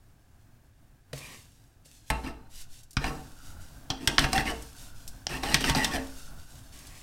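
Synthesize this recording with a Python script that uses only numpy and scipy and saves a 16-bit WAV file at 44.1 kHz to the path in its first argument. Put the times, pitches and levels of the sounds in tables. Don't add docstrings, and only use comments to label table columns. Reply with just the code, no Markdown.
import sys
import numpy as np
from scipy import signal
from scipy.fft import rfft, irfft, next_fast_len
from scipy.io import wavfile
from scipy.ndimage import uniform_filter1d, map_coordinates

SR = 44100
rng = np.random.default_rng(int(sys.argv[2]) if len(sys.argv) > 2 else 0)


def wav_out(sig):
    wavfile.write(sys.argv[1], SR, np.round(np.clip(np.atleast_2d(sig).T, -1, 1) * 32767).astype(np.int16))


N = 309582
TIME_S = np.arange(N) / SR
RING_S = TIME_S[:SR * 3 // 4]
BITE_S = 0.012


def undb(db):
    return 10 ** (np.asarray(db) / 20)


def unit(x):
    return x / np.sqrt(np.mean(x ** 2))


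def punch(x):
    return x / np.sqrt(np.mean(x[:SR // 100] ** 2))


def colour(x, points):
    size = next_fast_len(len(x) + 4096, True) * 2
    hz, db = np.transpose(points)
    bins_hz = np.maximum(np.fft.rfftfreq(size, 1 / SR), 1)
    gain = undb(np.interp(np.log(bins_hz), np.log(hz), db))
    cepstrum = irfft(np.log(gain))
    cepstrum[1:size // 2] *= 2
    cepstrum[size // 2 + 1:] = 0
    return irfft(rfft(x, size) * np.exp(rfft(cepstrum)))[:len(x)]


def band(x, lo_hz, hi_hz, order=2):
    return signal.sosfilt(signal.butter(order, [lo_hz, hi_hz], "band", fs=SR, output="sos"), x)


def walk(rate_hz):
    hold = int(SR / rate_hz)
    steps = np.repeat(rng.standard_normal(N // hold + 2), hold)
    return unit(uniform_filter1d(steps, hold)[:N])


def grains(rate_hz, spread_db):
    size = undb(spread_db * np.minimum(rng.exponential(size=N), 5))
    return unit((rng.random(N) < rate_hz / SR) * size * rng.standard_normal(N))


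def fade(t60_s):
    return np.exp(-np.log(1000) * RING_S / t60_s)


def burst(t60_s):
    return rng.standard_normal(len(RING_S)) * fade(t60_s)


def stroke(start_s, length_s, attack_s, t60_s):
    out = np.zeros(N)
    span = slice(*np.searchsorted(TIME_S, [start_s, start_s + length_s + t60_s]))
    age_s = TIME_S[span] - start_s
    release = np.exp(-np.log(1000) * np.maximum(age_s - length_s, 0) / t60_s)
    out[span] = np.minimum(age_s / attack_s, 1) * release
    return out


def rough_tone(hz, width_hz):
    carrier = np.sin(2 * np.pi * np.cumsum(hz * np.ones(N)) / SR)
    return unit(band(rng.standard_normal(N), 1, width_hz) * carrier)


def resonate(x, hz, t60_s):
    pole = np.exp((2j * np.pi * hz - np.log(1000) / t60_s) / SR)
    return signal.lfilter([np.sqrt(2 * (1 - abs(pole) ** 2))], [1, -pole], x.astype(complex)).imag


def add(out, start_s, sound):
    i = int(start_s * SR)
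    out[i:i + len(sound)] += sound[:N - i]


# freq_hz, gain_db
ROOM_SPECTRUM = [(20, -7), (86, -1.5), (116, 4.5), (200, -18), (330, -13.5), (500, -21.5), (690, -30),
                 (1200, -67), (1800, -25.5), (2600, -29.5), (16000, -70)]

def kitchen(level_db=-63.5):
    return unit(colour(rng.standard_normal(N), ROOM_SPECTRUM)) * undb(level_db)


# peak_s, length_s, height_ratio
TOSSES = [(2.6, .95, 0.74), (3.5, .8, 1), (4.92, .85, .8), (6.28, .9, 0.93)]

def pan_height():
    return sum(height * np.cos(np.pi * np.clip((TIME_S - peak_s) / length_s, -.5, .5)) ** 2
               for peak_s, length_s, height in TOSSES)


# freq_hz, gain_db
FLAME_SPECTRUM = [(30, 6.5), (125, 0.5), (190, -10), (270, -6.5), (430, -23), (700, -14.5), (1000, -20),
                  (1500, -21.5), (2000, -29.5), (5000, -32.5)]
# time_s, level_db
FLAME_LEVELS = [(1.8, -58.5), (2.5, -57.5), (2.93, -62), (3.0, -49), (7.02, -49.5)]

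def flame():
    level_db = np.interp(TIME_S, *np.transpose(FLAME_LEVELS))
    height = pan_height()
    rush = unit(colour(rng.standard_normal(N), FLAME_SPECTRUM)) * undb(1.5 * walk(14))
    hollow = rough_tone(1620 - 220 * height, width_hz=86)
    return undb(level_db) * (rush + hollow * undb(-21.5 + 11 * height))


def pan_wall(x, sway, delay_s=0.001105, bounce_db=-10.5):
    lag_s = delay_s * (1 + sway * walk(8))
    return x + sum(undb(k * bounce_db) * map_coordinates(x, [(TIME_S - k * lag_s) * SR]) for k in (1, 2))


# start_s, swell_s, length_s, level_db, t60_s
SLIDES = [(1.128, 0.019, 0.13, -49.5, 1.01), (1.844, 0.0091, .06, -61, 1.6), (2.05, 0.029, 0.2, -60, 0.16),
          (2.491, 0.08, 0.13, -48.5, 0.12), (2.678, 0.056, 0.13, -54.5, 0.12),
          (2.98, 0.038, 0.08, -54, 2.5), (3.377, 0.061, 0.13, -55.5, 0.25),
          (3.582, 0.037, 0.063, -56.5, 1.3), (4.02, 0.03, 0.66, -54, 0.8),
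          (4.727, 0.15, 0.079, -43.5, 0.38), (4.929, 0.031, 0.049, -56.5, 1.9), (5.3, .06, 0.8, -52.5, 1.3),
          (6.133, 0.039, 0.14, -52.5, 0.24), (6.333, 0.057, 0.29, -59, 1.7),
          (6.717, 0.01, 0.48, -54.5, 0.89)]

def frying(turned_s=2.97, resting_db=-77.5, turned_db=-83.5):
    bed = undb(np.where(TIME_S < turned_s, resting_db, turned_db))
    flare_power = sum((undb(db) * stroke(start_s, length_s, swell_s, t60_s)) ** 2
                      for start_s, swell_s, length_s, db, t60_s in SLIDES)
    return np.sqrt(bed ** 2 + flare_power)


# freq_hz, gain_db
SIZZLE_SPECTRUM = [(300, -19), (1200, -12.5), (2200, -5.5), (2900, -2), (5300, 0.5), (8400, -1),
                   (13000, -7), (16000, -16)]
# start_s, gain_db
SPITS = [(1.1787, -30), (1.857, -39), (2.833, -38), (2.908, -33.5), (2.931, -35), (4.623, -30),
         (5.0773, -23.5), (6.789, -34), (6.869, -32.5)]

def sizzle():
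    fizz = rng.standard_normal(N) + undb(-10) * grains(rate_hz=300, spread_db=3)
    pops = grains(rate_hz=70, spread_db=1.5)
    pop_tail = unit(burst(t60_s=.012)) / np.sqrt(len(RING_S))
    fizz += undb(-10.5) * signal.fftconvolve(pops, pop_tail)[:N]
    hiss = unit(pan_wall(colour(fizz, SIZZLE_SPECTRUM), sway=.04))
    out = hiss * frying() * undb(1.2 * walk(25))
    for start_s, db in SPITS:
        spit = burst(t60_s=0.01) + undb(15) * burst(t60_s=0.06)
        add(out, start_s, undb(db - 17.5) * punch(band(spit, 4000, 11300)))
    return out


# pitch_hz, gain_db, t60_s
PAN_MODES = [(57.4, -4.5, 0.49), (141.8, 0.5, 0.29), (264.7, -3.5, 0.33), (457, -9.5, 0.61),
             (572, -14.5, 0.66), (668, -3, 0.1), (760, -2.5, 0.13), (869, -6, 0.32), (913.7, -4.5, 0.24),
             (1096, -3.5, 0.11), (1302, -12.5, 0.27), (1794, 2.5, 0.04), (2517, -5, 0.12), (2730, -3, 0.25),
             (3120, 1, 0.0042), (3760, -24, 0.1), (4070, -1.5, 0.064), (4880, -8, 0.085)]

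def pan_ring(spot_hz):
    out = 0
    for hz, db, t60_s in PAN_MODES:
        scatter_db, detune, polarity = rng.standard_normal(3)
        nearness = np.exp(-(np.log(hz / (spot_hz * np.array([1, 1.5]))) / 0.041) ** 2)
        gain = np.sign(polarity) * undb(db + 13 * nearness.sum() + scatter_db)
        phase = 2 * np.pi * hz * (1 + 0.0081 * detune) * RING_S
        twin = .45 * np.sin(1.035 * phase) if hz > 600 else 0
        out += gain * fade(t60_s) * (np.sin(phase) + twin)
    return out


# start_s, length_s, level_db
STIRS = [(1.129, 0.22, -52), (6.73, 0.28, -59)]
# freq_hz, gain_db
CRUNCH_SPECTRUM = [(200, 2), (800, -6.5), (1150, 0.5), (1450, -18), (1850, 0), (2450, -1), (5000, -16),
                   (6200, -21), (8500, -17), (16000, -52)]
# start_s, level_db
PATS = [(1.131, -37.5), (1.857, -62)]

def spatula():
    plough = sum(undb(db) * stroke(start_s, length_s, attack_s=0.0026, t60_s=0.26)
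                 for start_s, length_s, db in STIRS)
    crunch = unit(colour(grains(rate_hz=8600, spread_db=3.5), CRUNCH_SPECTRUM))
    out = plough * crunch * undb(1.7 * walk(60))
    for start_s, db in PATS:
        knock = punch(band(pan_ring(spot_hz=146.6), 55, 220))
        wood = punch(band(burst(t60_s=0.058), 390, 620))
        wood += undb(-1.5) * punch(band(burst(t60_s=0.032), 1000, 4700, order=1))
        add(out, start_s, undb(db) * (knock + undb(-1.5) * wood))
    return out


# start_s, length_s, level_db, start_hz, end_hz
SQUEALS = [(1.208, 0.048, -49.5, 2480, 2375), (4.334, 0.046, -28, 760, 785),
           (4.378, 0.029, -33, 1880, 1933), (4.455, 0.032, -39, 2070, 2120),
           (4.499, 0.028, -34.5, 831, 663), (5.427, 0.1, -42.5, 750, 857), (5.76, 0.037, -41, 790, 842),
           (5.787, 0.055, -33.5, 2020, 1854), (5.907, 0.07, -39.5, 1792, 1714),
           (5.935, 0.035, -35, 830, 630)]

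def squeals():
    jitter = 1 + .027 * walk(400)
    roughness = unit(1 + .65 * walk(300))
    out = 0
    for start_s, length_s, db, start_hz, end_hz in SQUEALS:
        hz = np.interp(TIME_S, [start_s, start_s + length_s], [start_hz, end_hz]) * jitter
        tone = np.sin(2 * np.pi * np.cumsum(hz) / SR)
        out += undb(db) * stroke(start_s, length_s, BITE_S, t60_s=0.063) * tone
    return np.sqrt(2) * out * roughness


# start_s, length_s, friction_db, grit_rel_db
SHOVES = [(2.099, 0.029, -30, -22), (2.233, 0.057, -34.5, -8.5), (3.005, 0.045, -31.5, -11),
          (3.036, 0.05, -29, -7.5), (3.895, 0.014, -31.5, -14), (3.996, 0.059, -42.5, -0.5),
          (4.073, 0.03, -29.5, -13), (4.175, 0.071, -27.5, -4), (4.318, 0.089, -30, -0.5),
          (4.448, 0.065, -31.5, -3.5), (5.287, 0.085, -33.5, -3.5), (5.424, 0.14, -32, -1),
          (5.599, 0.046, -32.5, 1.5), (5.631, 0.08, -28.5, 1.5), (5.746, 0.065, -28.5, -2),
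          (5.814, 0.054, -32, 1), (5.904, 0.024, -33.5, 2.5), (5.926, 0.032, -29.5, -0.5)]

def friction(judder_db):
    force = np.zeros(N)
    for start_s, length_s, db, _ in SHOVES:
        push = stroke(start_s, length_s, BITE_S, t60_s=0.1)
        judder = undb(judder_db) * stroke(start_s, length_s, BITE_S, t60_s=0.49)
        force = np.maximum(force, undb(db) * np.maximum(push, judder))
    return force


# freq_hz, gain_db
RASP_SPECTRUM = [(710, -22), (1200, -22.5), (1870, -6), (2620, -7.5), (3870, -12.5), (5590, -9.5),
                 (6870, -20.5), (8350, -12), (9610, -19.5), (13600, -22), (16000, -32)]
# freq_hz, gain_db
SHAKE_SPECTRUM = [(20, -1.5), (57, -3), (98, -22.5), (270, -6), (500, -19), (1500, -21), (4000, -92)]

def scraping():
    unevenness = undb(2 * walk(70))
    low_force = friction(judder_db=-3.5) * unevenness
    high_force = friction(judder_db=-13) * unevenness
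    slips = grains(rate_hz=2500, spread_db=0)
    body = 0
    for hz, db, free_t60_s in PAN_MODES:
        t60_s = min(free_t60_s, 200 / hz)
        force = low_force if hz < 1500 else high_force
        drive = slips * force * walk(45)
        body += undb(db) * np.sqrt(t60_s) * resonate(drive, hz, min(t60_s, .5))
    body = np.interp(TIME_S + .0004 * walk(14), TIME_S, body)
    rasp = unit(pan_wall(colour(grains(rate_hz=5000, spread_db=.5), RASP_SPECTRUM), sway=.07))
    screech = sum(undb(3 * walk(28)) * rough_tone(hz * np.exp(.085 * walk(25)), width_hz=90)
                  for hz in (1850, 2850))
    grit = rasp + undb(-2.5) * unit(screech)
    grit_points = [(start_s + length_s / 2, db) for start_s, length_s, _, db in SHOVES]
    grit_db = np.interp(TIME_S, *np.transpose(grit_points))
    shake = unit(colour(rng.standard_normal(N), SHAKE_SPECTRUM))
    return undb(-5) * body + high_force * undb(grit_db - 5.5) * grit + low_force * undb(-3.5) * shake


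# freq_hz, gain_db
CRACK_SPECTRUM = [(150, 8), (900, 7), (1800, 7.5), (3400, -2), (5500, -5), (6800, -13), (8300, -16.5),
                  (10000, -26.5), (16000, -4)]
# start_s, gain_db, thump_trim_db, body_trim_db, tick_trim_db,
# clack_hz, hollow_rel_db, body_hz, damping_t60_s
KNOCKS = [(2.1017, -16.5, -1, -4.5, -6, 2500, -9.5, 850, 2.4),
          (2.9684, -14, 2, -15, -20, 2460, -2.5, 1130, 0.53),
          (3.0419, -22.5, -0.5, -2.5, -13, 2580, -21, 790, 0.54),
          (3.902, -16, -5.5, -12.5, -18.5, 3340, -35, 756, 1.3),
          (4.0742, -7.5, -9.5, -24.5, -7.5, 3490, -6, 900, 0.58),
          (4.1819, -2.5, -40, -13.5, -28, 3300, 2, 1120, 0.081),
          (4.1906, -12, -3, -25, -8, 3540, -13, 940, 0.77),
          (4.2423, -16, -2, -12.5, -27, 2740, 1.5, 680, 0.57),
          (4.3308, -17, -9, -6, -3.5, 5060, -7, 750, 0.45),
          (4.3787, -14, 0, -14, -17, 3600, 2.5, 810, 0.49),
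          (5.2681, -13, -7, -11.5, -16.5, 3320, -21, 776, 0.023),
          (5.434, -23, -13, -8.5, -22, 3970, 0, 770, 0.46),
          (5.5434, -4.5, -9.5, -23.5, -10.5, 3620, -3.5, 746, 0.18),
          (5.641, -14, -31, -19, -28, 3080, -2.5, 930, 0.44),
          (5.6965, -14, -1.5, -9.5, -8, 3600, -7, 930, 0.46),
          (5.7482, -17.5, -27, -5, -16, 4530, -23, 780, .4),
          (5.8454, -12, -21, -15, -7.5, 3760, -7.5, 906, 0.28)]

def knocks():
    out = np.zeros(N)
    hob = fade(t60_s=.19) * np.sin(2 * np.pi * 41 * RING_S)
    for start_s, db, thump_db, body_db, tick_db, clack_hz, hollow_db, body_hz, damping_t60_s in KNOCKS:
        impact = undb(3.5) * burst(t60_s=0.018) + burst(t60_s=0.048) + undb(-14) * burst(t60_s=0.1)
        crack = punch(colour(impact, CRACK_SPECTRUM))
        ring = punch(pan_ring(body_hz))
        bright = band(crack, clack_hz / 1.09, 6500, order=3)
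        bright += band(crack, clack_hz / 1.07, clack_hz * 1.1)
        hollow = band(crack, clack_hz * .43, clack_hz * .61, order=3)
        clack = punch(punch(bright) + undb(hollow_db) * punch(hollow))
        chime = undb(-2.5) * band(ring, 2940, 4800)
        body = punch(band(ring + crack / 2, 330, 1550, order=3) + chime)
        tick = punch(band(crack, 8030, 10650) * (fade(t60_s=0.12) + .5))
        blow = band(crack + undb(-2.5) * ring, 29, 180)
        thump = blow / np.std(blow[:SR // 40]) + undb(2) * hob
        hit = (undb(-11) * clack + undb(body_db - 4.5) * body
               + undb(tick_db - 11.5) * tick + undb(thump_db - 13) * thump)
        add(out, start_s, undb(db) * hit * fade(damping_t60_s))
    return out


def draught(level_db=-42.5):
    return pan_height() * undb(level_db) * unit(band(rng.standard_normal(N), 1.8, 13.6))


# start_s, length_s, level_db
DRAGS = [(2.225, 0.067, -47), (4.004, 0.32, -42), (5.433, 0.532, -45)]

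def drone(pitch_hz=272.5):
    drag = sum(undb(db) * stroke(start_s, length_s, BITE_S, t60_s=0.31)
               for start_s, length_s, db in DRAGS)
    return drag * rough_tone(pitch_hz, width_hz=46)


def lift_off(start_s=5.975, level_db=-40):
    out = np.zeros(N)
    hum = punch(band(pan_ring(spot_hz=550), 420, 690, order=3))
    add(out, start_s, undb(level_db) * hum)
    return out


def scene():
    pan = knocks() + scraping() + drone() + squeals() + lift_off() + spatula() + sizzle()
    walls = band(burst(t60_s=.38), 150, 6000, order=1) * (RING_S > .005)
    echo = signal.fftconvolve(pan, walls / np.linalg.norm(walls))[:N]
    return (pan + undb(-14) * echo + flame() + draught() + kitchen())[None]


def record(dry):
    top_hz = 16000
    return signal.sosfilt(signal.ellip(10, .2, 80, top_hz, fs=SR, output="sos"), dry)


dry = scene()
out = record(dry)
wav_out(out)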